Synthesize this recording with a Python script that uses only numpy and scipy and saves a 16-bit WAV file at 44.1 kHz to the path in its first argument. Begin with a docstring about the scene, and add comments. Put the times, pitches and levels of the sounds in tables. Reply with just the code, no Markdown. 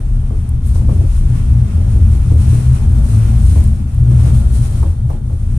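"""A funicular car climbs a steep track, heard from its open end.
From the start the rolling wheels keep the cabin booming in four low modes, over a dull roar and gusts
of hissing air. Soft knocks begin; a tick, a spit and a scrape pass in the first second. Then bumps jolt
the cabin, the heaviest with a dull crunch, air whistles faintly and a singing wheel swells, while a
limiter holds down the biggest booms. A thin rail squeal comes at the very end."""
import sys
import numpy as np
from scipy import signal
from scipy.fft import rfft, irfft, next_fast_len
from scipy.io import wavfile
from scipy.ndimage import uniform_filter1d, minimum_filter1d

SR = 44100
rng = np.random.default_rng(int(sys.argv[2]) if len(sys.argv) > 2 else 0)


def wav_out(sig):
    """Save sig, one row per channel (or a flat mono array), as 16-bit PCM at SR to the path in sys.argv[1]."""
    wavfile.write(sys.argv[1], SR, np.round(np.clip(np.atleast_2d(sig).T, -1, 1) * 32767).astype(np.int16))


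N = 246078
T = np.arange(N) / SR


def from_db(db):
    """Decibels to gain."""
    return 10 ** (np.asarray(db) / 20)


def unit_rms(x):
    """Scale to unit power."""
    return x / np.sqrt(np.mean(np.abs(x) ** 2) + 1e-20)


def curves(rows):
    """Each column of a timed table, at every sample."""
    s, *columns = np.transpose(rows)
    return [np.interp(T, s, column) for column in columns]


def pan(left_db):
    """Left and right gains for a level difference."""
    return from_db(np.array([[left_db], [-left_db]]) / 2)


def drift(rate_hz):
    """A smooth random wander, mostly slower than rate_hz; rms 1."""
    size = next_fast_len(N // 20)
    hz = np.fft.rfftfreq(size, 20 / SR)
    slow = irfft(rfft(rng.standard_normal(size)) / (1 + (hz / rate_hz) ** 4), size)
    return unit_rms(np.interp(np.arange(N) / 20, np.arange(size), slow))


def coloured(spectrum):
    """Noise with the given spectrum, rippled by reflections from the cabin walls; rms 1."""
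    size = next_fast_len(N)
    hz, db = np.transpose(spectrum)
    bins = np.maximum(np.fft.rfftfreq(size, 1 / SR), 1)
    skirts = np.minimum(bins / hz[0], 1) ** 2 * np.minimum(hz[-1] / bins, 1) ** 2
    gain = from_db(np.interp(np.log(bins), np.log(hz), db)) * skirts
    direct = irfft(rfft(rng.standard_normal(size)) * gain, size)[:N]
    lags = (rng.uniform(.004, .022, size=4) * SR).astype(int)
    return unit_rms(direct + from_db(-15) * sum(np.roll(direct, lag) for lag in lags))


def stereo(spectrum, side_db):
    """Coloured noise, partly different at the two ears."""
    return coloured(spectrum) + from_db(side_db) * coloured(spectrum) * np.array([[1], [-1]])


def phasor(hz):
    """A unit phasor that follows a pitch curve."""
    return np.exp(2j * np.pi * np.cumsum(hz) / SR)


def tone(hz, waver):
    """A sine whose pitch wanders by the fraction waver; rms 1."""
    return unit_rms(np.imag(phasor(hz * (1 + waver * drift(22)))))


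def swell(s, length, steepness):
    """A smooth rise and fall around s, above half power for the given length; steepness 2 is a bell."""
    near, out = slice(*np.searchsorted(T, [s - 2 * length, s + 2 * length])), np.zeros(N)
    out[near] = 2 ** (-np.abs(2 * (T[near] - s) / length) ** steepness / 2)
    return out


def burst(s, rise, t60):
    """Envelope of one blow: a quick rise, then an exponential decay."""
    near = (T >= s) & (T < s + 2 * t60)
    age, out = T[near] - s, np.zeros(N)
    out[near] = (1 - np.exp(-age / rise)) * from_db(-60 * age / t60)
    return out


def ringing(modes):
    """Resonances kept ringing by random excitation; rms 1."""
    out = 0
    for hz, width, db in modes:
        radius = np.exp(-np.pi * width / SR)
        poles = [1, -2 * radius * np.cos(2 * np.pi * hz / SR), radius * radius]
        out = out + from_db(db) * unit_rms(signal.lfilter([1, 0, -1], poles, rng.standard_normal(N)))
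    return unit_rms(out)


def struck(s, modes, rise):
    """One blow on a body: every mode rings down at its own rate, with a strength of its own."""
    near = (T >= s) & (T < s + 1 / 4)
    age, out = T[near] - s, np.zeros(N)
    for k, (hz, db, t60) in enumerate(modes):
        strength = (-1) ** k * from_db(db + rng.normal(0, 1))
        envelope = (1 - np.exp(-age / rise)) * from_db(-60 * age / t60)
        out[near] += strength * envelope * np.sin(2 * np.pi * hz * age)
    return out


# The cabin's low end. Each row: centre in Hz, width in Hz, level on an average ride in dB,
# dB gained per dB of shaking, judder in dB, lean to the left in dB.
BOOM_MODES = [(34.48, 6.4, -18.5, 0.03, 0, 1.7), (59.56, 3.85, -19, 1.2, -1.5, 2.2),
              (79.4, 9.3, -18, 0.22, -2, 1.3), (119.2, 4.73, -19, 0.68, -2, 2)]
# Pushes from the wheels. Each row: middle in seconds, length in seconds, pitch in Hz, level in dB.
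SURGES = [(0.133, 0.066, 33.6, -13.5), (0.685, 0.061, 57.4, -12), (0.74, 0.082, 81.7, -11.5),
          (1.004, 0.083, 84.2, -12.5), (1.165, 0.18, 35.1, -12.5), (1.292, 0.67, 60.98, -16),
          (1.311, 0.037, 118.3, -14.5), (1.547, 0.11, 74.84, -11), (1.604, 0.082, 117.4, -10),
          (1.78, 0.06, 80.9, -9), (1.866, 0.088, 109.6, -12.5), (2.038, 0.2, 80.02, -7.5),
          (2.084, .24, 56.83, -10), (2.214, 0.2, 33.14, -17), (2.33, 0.069, 115.9, -12.5),
          (2.411, 0.26, 83.1, -8.5), (2.46, 0.2, 58.59, -21), (2.514, 0.21, 119.9, -15),
          (2.707, 0.064, 123.8, -5), (2.71, 0.078, 78.05, -5), (2.895, 0.061, 82.33, -8.5),
          (3.046, 0.17, 57.23, -8), (3.223, 0.225, 106.3, -10), (3.426, .17, 57.04, -8.5),
          (3.558, 0.1534, 76.76, -5.5), (4.149, 0.22, 122.2, -6), (4.003, 0.071, 75.03, -11),
          (4.272, 0.21, 76.74, -10), (4.34, 0.036, 122.2, -13), (4.42, 0.17, 56.96, -12.5),
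          (4.595, 0.15, 58.8, -11), (4.613, 0.05, 117.4, -13.5), (4.869, .15, 73.3, -16),
          (5.066, 0.042, 118.4, -12.5), (5.297, .1, 78.3, -15.5)]


def surging(hz, db):
    """Pitch and level of a cabin mode: each surge near it lifts its level and pulls its pitch."""
    centres = np.array(BOOM_MODES)[:, 0]
    power = from_db(db) ** 2
    pull = power * hz
    for s, length, surge_hz, surge_db in SURGES:
        if np.argmin(np.abs(centres - surge_hz)) == np.argmin(np.abs(centres - hz)):
            push = (from_db(surge_db) * swell(s, length, steepness=2.81)) ** 2
            power, pull = power + push, pull + push * surge_hz
    return pull / power, 10 * np.log10(power)


def boom(hz, db, width_hz, judder_db):
    """A cabin mode driven at random by the wheels: a ring of wandering phase, roughened by judder."""
    ring = drift(width_hz) + 1j * drift(width_hz)
    ring = ring / np.sqrt(np.abs(ring) ** 2 + 0.45)
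    judder = drift(12.7) + 1j * drift(12.3)
    judder = judder / np.sqrt(uniform_filter1d(np.abs(judder) ** 2, SR // 6))
    share = from_db(judder_db - 0.85 * (db - db.mean()))   # the stronger the boom, the purer it is
    shake = (ring + share * judder) / np.sqrt(1 + share ** 2)
    return from_db(db) * unit_rms(np.real(shake * phasor(hz)))


# How hard the track shakes the car. Each row: time in seconds, drone fader in dB, roar fader in dB.
RIDE = [(0.03, -43.5, -44.5), (0.07, -34, -46.5), (0.75, -32, -45.5), (0.87, -25.5, -47),
        (0.89, -25.5, -46), (1.18, -34.5, -45.5), (1.23, -27.5, -43), (3.34, -26, -39), (3.81, -27.5, -46),
        (3.97, -33.5, -45), (4.07, -24, -40.5), (4.24, -24, -35.5), (4.54, -28, -41), (4.82, -29, -39.5),
        (4.96, -34.5, -45.5), (5.32, -31, -47), (5.35, -38, -48.5), (5.54, -29.5, -46.5)]
# Brief dips in the booming. Each row: middle in seconds, length in seconds, gain in dB.
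LULLS = [(1.716, 0.08, -2.5), (2.25, 0.031, -3.5), (2.768, .04, -3), (3.882, 0.13, -2),
         (5.195, 0.044, -5.5)]


def cabin_booms():
    """Four low modes ride the shaking of the car, surge and briefly dip."""
    drone_db = curves(RIDE)[0]
    shaking_db = drone_db - drone_db.mean()
    booms = sum(boom(*surging(hz, db + follows * shaking_db), width_hz, judder_db) * pan(left_db)
                for hz, width_hz, db, follows, judder_db, left_db in BOOM_MODES)
    lull_db = sum(db * swell(s, length, steepness=2.5) for s, length, db in LULLS)
    return from_db(lull_db) * booms


# The drone's low-mid colour. Each row: frequency in Hz, relative level in dB.
PANEL_COLOUR = [(125, -44), (148, 9), (170, 8.5), (200, 3), (222, 5), (240, -6.5), (290, -4), (320, -19.5),
                (420, -16.5), (700, -81)]


def panel_drone():
    """The wall panels drone as the track shakes them."""
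    drone_db = curves(RIDE)[0]
    return from_db(drone_db + 0.9) * stereo(PANEL_COLOUR, side_db=-12) * pan(4.3)


def singing_wheel():
    """A wheel sings throughout and swells for a while."""
    level_db = -41.5 + 8.5 * swell(s=3.24, length=.8, steepness=3.1)
    return from_db(level_db) * tone(hz=225.3, waver=0.0249) * pan(4.3)


# The roar's dark colour. Each row: frequency in Hz, relative level in dB.
ROAR_COLOUR = [(200, -12), (320, 3.5), (420, -4), (560, -4.5), (800, -7), (1050, -15), (1400, -18.5),
               (1800, -21.5), (3500, -48)]
# The ring of the rails. Each row: pitch in Hz, width in Hz, relative level in dB.
RAIL_MODES = [(1192, 21, -8), (1386, 140, 0), (2370, 25, -13.5), (3170, 47, -7), (3600, 50, -7.5),
              (4330, 49.6, -14)]


def wheel_roar():
    """Steel rolling on uneven rail: a dull roar that flutters and a faint metallic ring."""
    roar_db = curves(RIDE)[1]
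    flutter_db = 0.55 * drift(17)
    roar = from_db(roar_db - 0.25 + flutter_db) * stereo(ROAR_COLOUR, side_db=-3.5) * pan(0.32)
    ring = from_db(roar_db - 10.5) * np.array([ringing(RAIL_MODES), ringing(RAIL_MODES)])
    return roar + ring


# The bed of air. Each row: time in seconds, rush fader in dB, hiss fader in dB.
AIR_BED = [(0, -55.5, -52), (0.58, -58, -56), (0.9, -53, -48), (1.65, -50.5, -50), (3.6, -53.5, -45.5),
           (3.87, -55.5, -53), (4.45, -53.5, -46), (5.22, -65.5, -57), (5.55, -53, -50)]
# Gusts on top. Each row: middle in seconds, length in seconds, rush in dB, hiss in dB.
GUSTS = [(0.407, 0.092, -59, -55.5), (0.69, 0.058, -54, -44.5), (0.77, 0.044, -59, -46),
         (1.153, 0.08, -53, -45), (1.381, 0.088, -49, -49.5), (1.963, .13, -69, -49.5),
         (2.137, 0.061, -52, -45), (2.527, 0.22, -47, -40.5), (2.708, 0.14, -44.5, -42.5),
         (3.123, 0.084, -58, -41.5), (3.274, 0.16, -46, -45.5), (3.479, 0.093, -49.5, -38),
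         (3.582, 0.09, -48, -42.5), (4.229, 0.13, -43.5, -40.5), (4.359, 0.1, -54, -42.5),
         (4.549, 0.064, -55, -39.5), (4.65, 0.059, -48.5, -39.5), (4.77, 0.12, -51.5, -43),
         (5.128, 0.072, -56, -52.5), (5.321, 0.049, -73, -55)]
# Colours of the midrange rush and each side's hiss. Each row: frequency in Hz, relative level in dB.
RUSH_COLOUR = [(500, -7), (1100, 7.5), (1500, 1), (1900, 0.5), (2500, 1.5), (3200, -4), (4200, -13.5),
               (5500, -5.5), (9000, -16)]
HISS_LEFT = [(2500, -14.5), (4500, -13.5), (5800, -12.5), (7400, -10.5), (8500, -6.5), (9450, -2),
             (10600, -10.5), (12200, -16.5), (14300, -21.5)]
HISS_RIGHT = [(2500, -31), (4200, -8), (4800, -22), (6000, -14), (7600, -11.5), (8750, -5), (9900, -15),
              (11500, -24.5), (14300, -28)]


def airflow():
    """Gusts rush past; each microphone port colours the hiss with its own resonance."""
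    rush_power, hiss_power = from_db(curves(AIR_BED)) ** 2
    for s, length, rush_db, hiss_db in GUSTS:
        gust = swell(s, length, steepness=1.87) ** 2
        rush_power = rush_power + gust * from_db(rush_db) ** 2
        hiss_power = hiss_power + gust * from_db(hiss_db) ** 2
    eddies = from_db(0.93 * drift(14.5))
    rush = np.sqrt(rush_power) * from_db(1.2) * stereo(RUSH_COLOUR, side_db=0.6)
    ports = np.array([coloured(HISS_LEFT), coloured(HISS_RIGHT)])
    hiss = np.sqrt(hiss_power) * from_db(0.67) * ports * pan(4.6)
    return eddies * (rush + hiss)


# Knocks, and the dull crunch on the heaviest thumps.
# Each row: start in seconds, level in dB, brightness in dB.
KNOCKS = [(0.305, -36, -3.5), (0.756, -33, -4), (0.814, -40.5, -4), (0.89, -29.5, -2.5), (0.955, -35, -15),
          (1.004, -34, -7.5), (1.77, -36, -18), (1.96, -38, -6), (2.314, -30.5, -10), (2.53, -35, -24),
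          (3.557, -31.5, -3.5), (4.119, -36, -23), (4.226, -29.5, -12), (4.828, -33.5, 4.5),
          (5.101, -31.5, 1), (5.298, -37.5, -6)]
# The clack of the attack. Each row: pitch in Hz, relative level in dB, seconds to fall 60 dB.
CLACK_MODES = [(636, -9.5, 0.11), (867, 2.5, 0.07), (1066, -6, 0.044), (1294, -16, 0.027),
               (1620, -27, 0.02), (2300, -9, .025)]
# The chassis ring. Each row: pitch in Hz, width in Hz, relative level in dB.
CHASSIS_MODES = [(416, 32, -25), (592, 36, 8), (825, 48, 11), (1110, 81, -1)]
# Colours of the bright crack and the dull body. Each row: frequency in Hz, relative level in dB.
CRACK_COLOUR = [(400, 16.5), (750, 6.5), (1150, 5), (1600, -14), (2600, -27), (5000, -24), (12000, -24)]
BODY_COLOUR = [(120, -14), (260, 17.5), (480, 6.5), (700, 1), (1000, -25), (2500, -24.5)]


def knocks_and_crunches():
    """Each opens with a clack and bounces once; the chassis rings on, the dull body swells last."""
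    bounces = [(s + 0.029, db - 8.5, bright_db - 1.5) for s, db, bright_db in KNOCKS]   # softer, duller
    clack = crack = ring = body = 0
    for s, db, bright_db in KNOCKS + bounces:
        bright = from_db(db + bright_db)
        clack += bright * from_db(-5) * struck(s, CLACK_MODES, rise=.0005)
        crack += bright * burst(s, rise=.0006, t60=.05)
        ring += bright * burst(s, rise=.004, t60=.28)
        body += from_db(db) * burst(s, rise=0.008, t60=0.21)
    chassis = ringing(CHASSIS_MODES) + from_db(-2) * ringing(CHASSIS_MODES) * np.array([[1], [-1]])
    hit = clack + from_db(7.5) * crack * stereo(CRACK_COLOUR, side_db=-2.5)
    tail = from_db(-9.5) * ring * chassis + from_db(5.5) * body * stereo(BODY_COLOUR, side_db=-4.5)
    rattle = from_db(1.3 * drift(54))
    return hit + rattle * tail


# Sharp little ticks. Each row: start in seconds, level in dB, lean to the left in dB.
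TICKS = [(0.491, -34.5, 13), (3.640, -35, 17), (3.945, -39, 8)]
# First the spit, then the scrape. Each row: start in seconds, level in dB.
SPIT_AND_SCRAPE = [(0.657, -39), (0.743, -43.5)]
# Colours of the ticks and spit, and of the scrape. Each row: frequency in Hz, relative level in dB.
TICK_COLOUR = [(2500, -30), (6800, -28), (8800, -6), (10500, -12), (12500, -19), (14500, -20)]
SCRAPE_COLOUR = [(2800, -15), (4200, -3), (6500, -5), (9000, -2), (12000, -13)]


def ticks_and_scrape():
    """Bursts of bright noise, mostly on the left: tiny ticks, a spit of hiss and a short scrape."""
    ticks = sum(from_db(db) * burst(s, rise=0.00027, t60=0.019) * pan(left_db)
                for s, db, left_db in TICKS)
    (spit_s, spit_db), (scrape_s, scrape_db) = SPIT_AND_SCRAPE
    spit = from_db(spit_db) * burst(spit_s, rise=0.0092, t60=0.21) * pan(7.3)
    scrape = from_db(scrape_db) * burst(scrape_s, rise=0.0051, t60=0.18) * pan(4)
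    return (ticks + spit) * stereo(TICK_COLOUR, side_db=-9) + scrape * stereo(SCRAPE_COLOUR, side_db=1)


# Thumps through the whole cabin. Each row: start in seconds, level in dB.
JOLTS = [(0.897, -42), (1.771, -24), (1.958, -14.5), (2.316, -6), (2.337, -9), (2.529, -13), (4.114, -12)]
# Their ring. Each row: pitch in Hz, relative level in dB, seconds to fall 60 dB.
JOLT_MODES = [(117.77, -15, 0.096), (172.4, -18, 0.057), (301, 2, 0.032), (463, -15, 0.064),
              (600, -25, 0.017)]


def jolts():
    """Bumps in the track set the cabin ringing."""
    return sum(from_db(db) * struck(s, JOLT_MODES, rise=0.0042) for s, db in JOLTS) * pan(3.3)


# Faint, very high whistles. Each row: middle in seconds, length in seconds, level in dB.
WHISTLES = [(2.018, 0.18, -73), (3.298, 0.46, -64)]
# Their two notes. Each row: pitch in Hz, width in Hz, relative level in dB.
WHISTLE_MODES = [(13072, 25, 0), (13626, 17, -1)]


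def air_whistles():
    """Air whistles at an edge."""
    envelope = sum(from_db(db) * swell(s, length, steepness=2) for s, length, db in WHISTLES)
    return envelope * ringing(WHISTLE_MODES) * pan(7)


# The closing squeal. Each row: time in seconds, pitch in Hz, level in dB.
SQUEAL = [(5.45, 8900, -65), (5.5, 8940, -63), (5.54, 8705, -56), (5.58, 8940, -57)]


def rail_squeal():
    """The rail squeals in one thin, slightly unsteady line."""
    hz, db = curves(SQUEAL)
    sounding = (T > SQUEAL[0][0]) & (T <= SQUEAL[-1][0])
    return sounding * from_db(db) * tone(hz, waver=0.0047) * pan(2.95)


def scene():
    """Everything heard from the car."""
    cabin = cabin_booms() + panel_drone() + singing_wheel() + jolts()
    rails = wheel_roar() + rail_squeal()
    return cabin + rails + knocks_and_crunches() + airflow() + air_whistles() + ticks_and_scrape()


def record(dry):
    """A quick limiter ducks the heaviest booms; crests are rounded, the ends eased and the top cut."""
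    ceiling, knee, hold_samples = 1.15, 14, SR // 40
    fade_s, cutoff_hz = .004, 14300
    allowed = ceiling / np.maximum(np.abs(dry).max(axis=0), ceiling)
    limited = dry * uniform_filter1d(minimum_filter1d(allowed, hold_samples), hold_samples)
    rounded = limited / (1 + np.abs(limited) ** knee) ** (1 / knee)
    from_edge_s = np.minimum(T, T[-1] - T)
    fade = np.sin(np.pi / 2 * np.minimum(from_edge_s / fade_s, 1)) ** 2
    lowpass = signal.ellip(12, .1, 70, cutoff_hz, fs=SR, output="sos")
    return signal.sosfilt(lowpass, fade * rounded)


dry = scene()
out = record(dry)
wav_out(out)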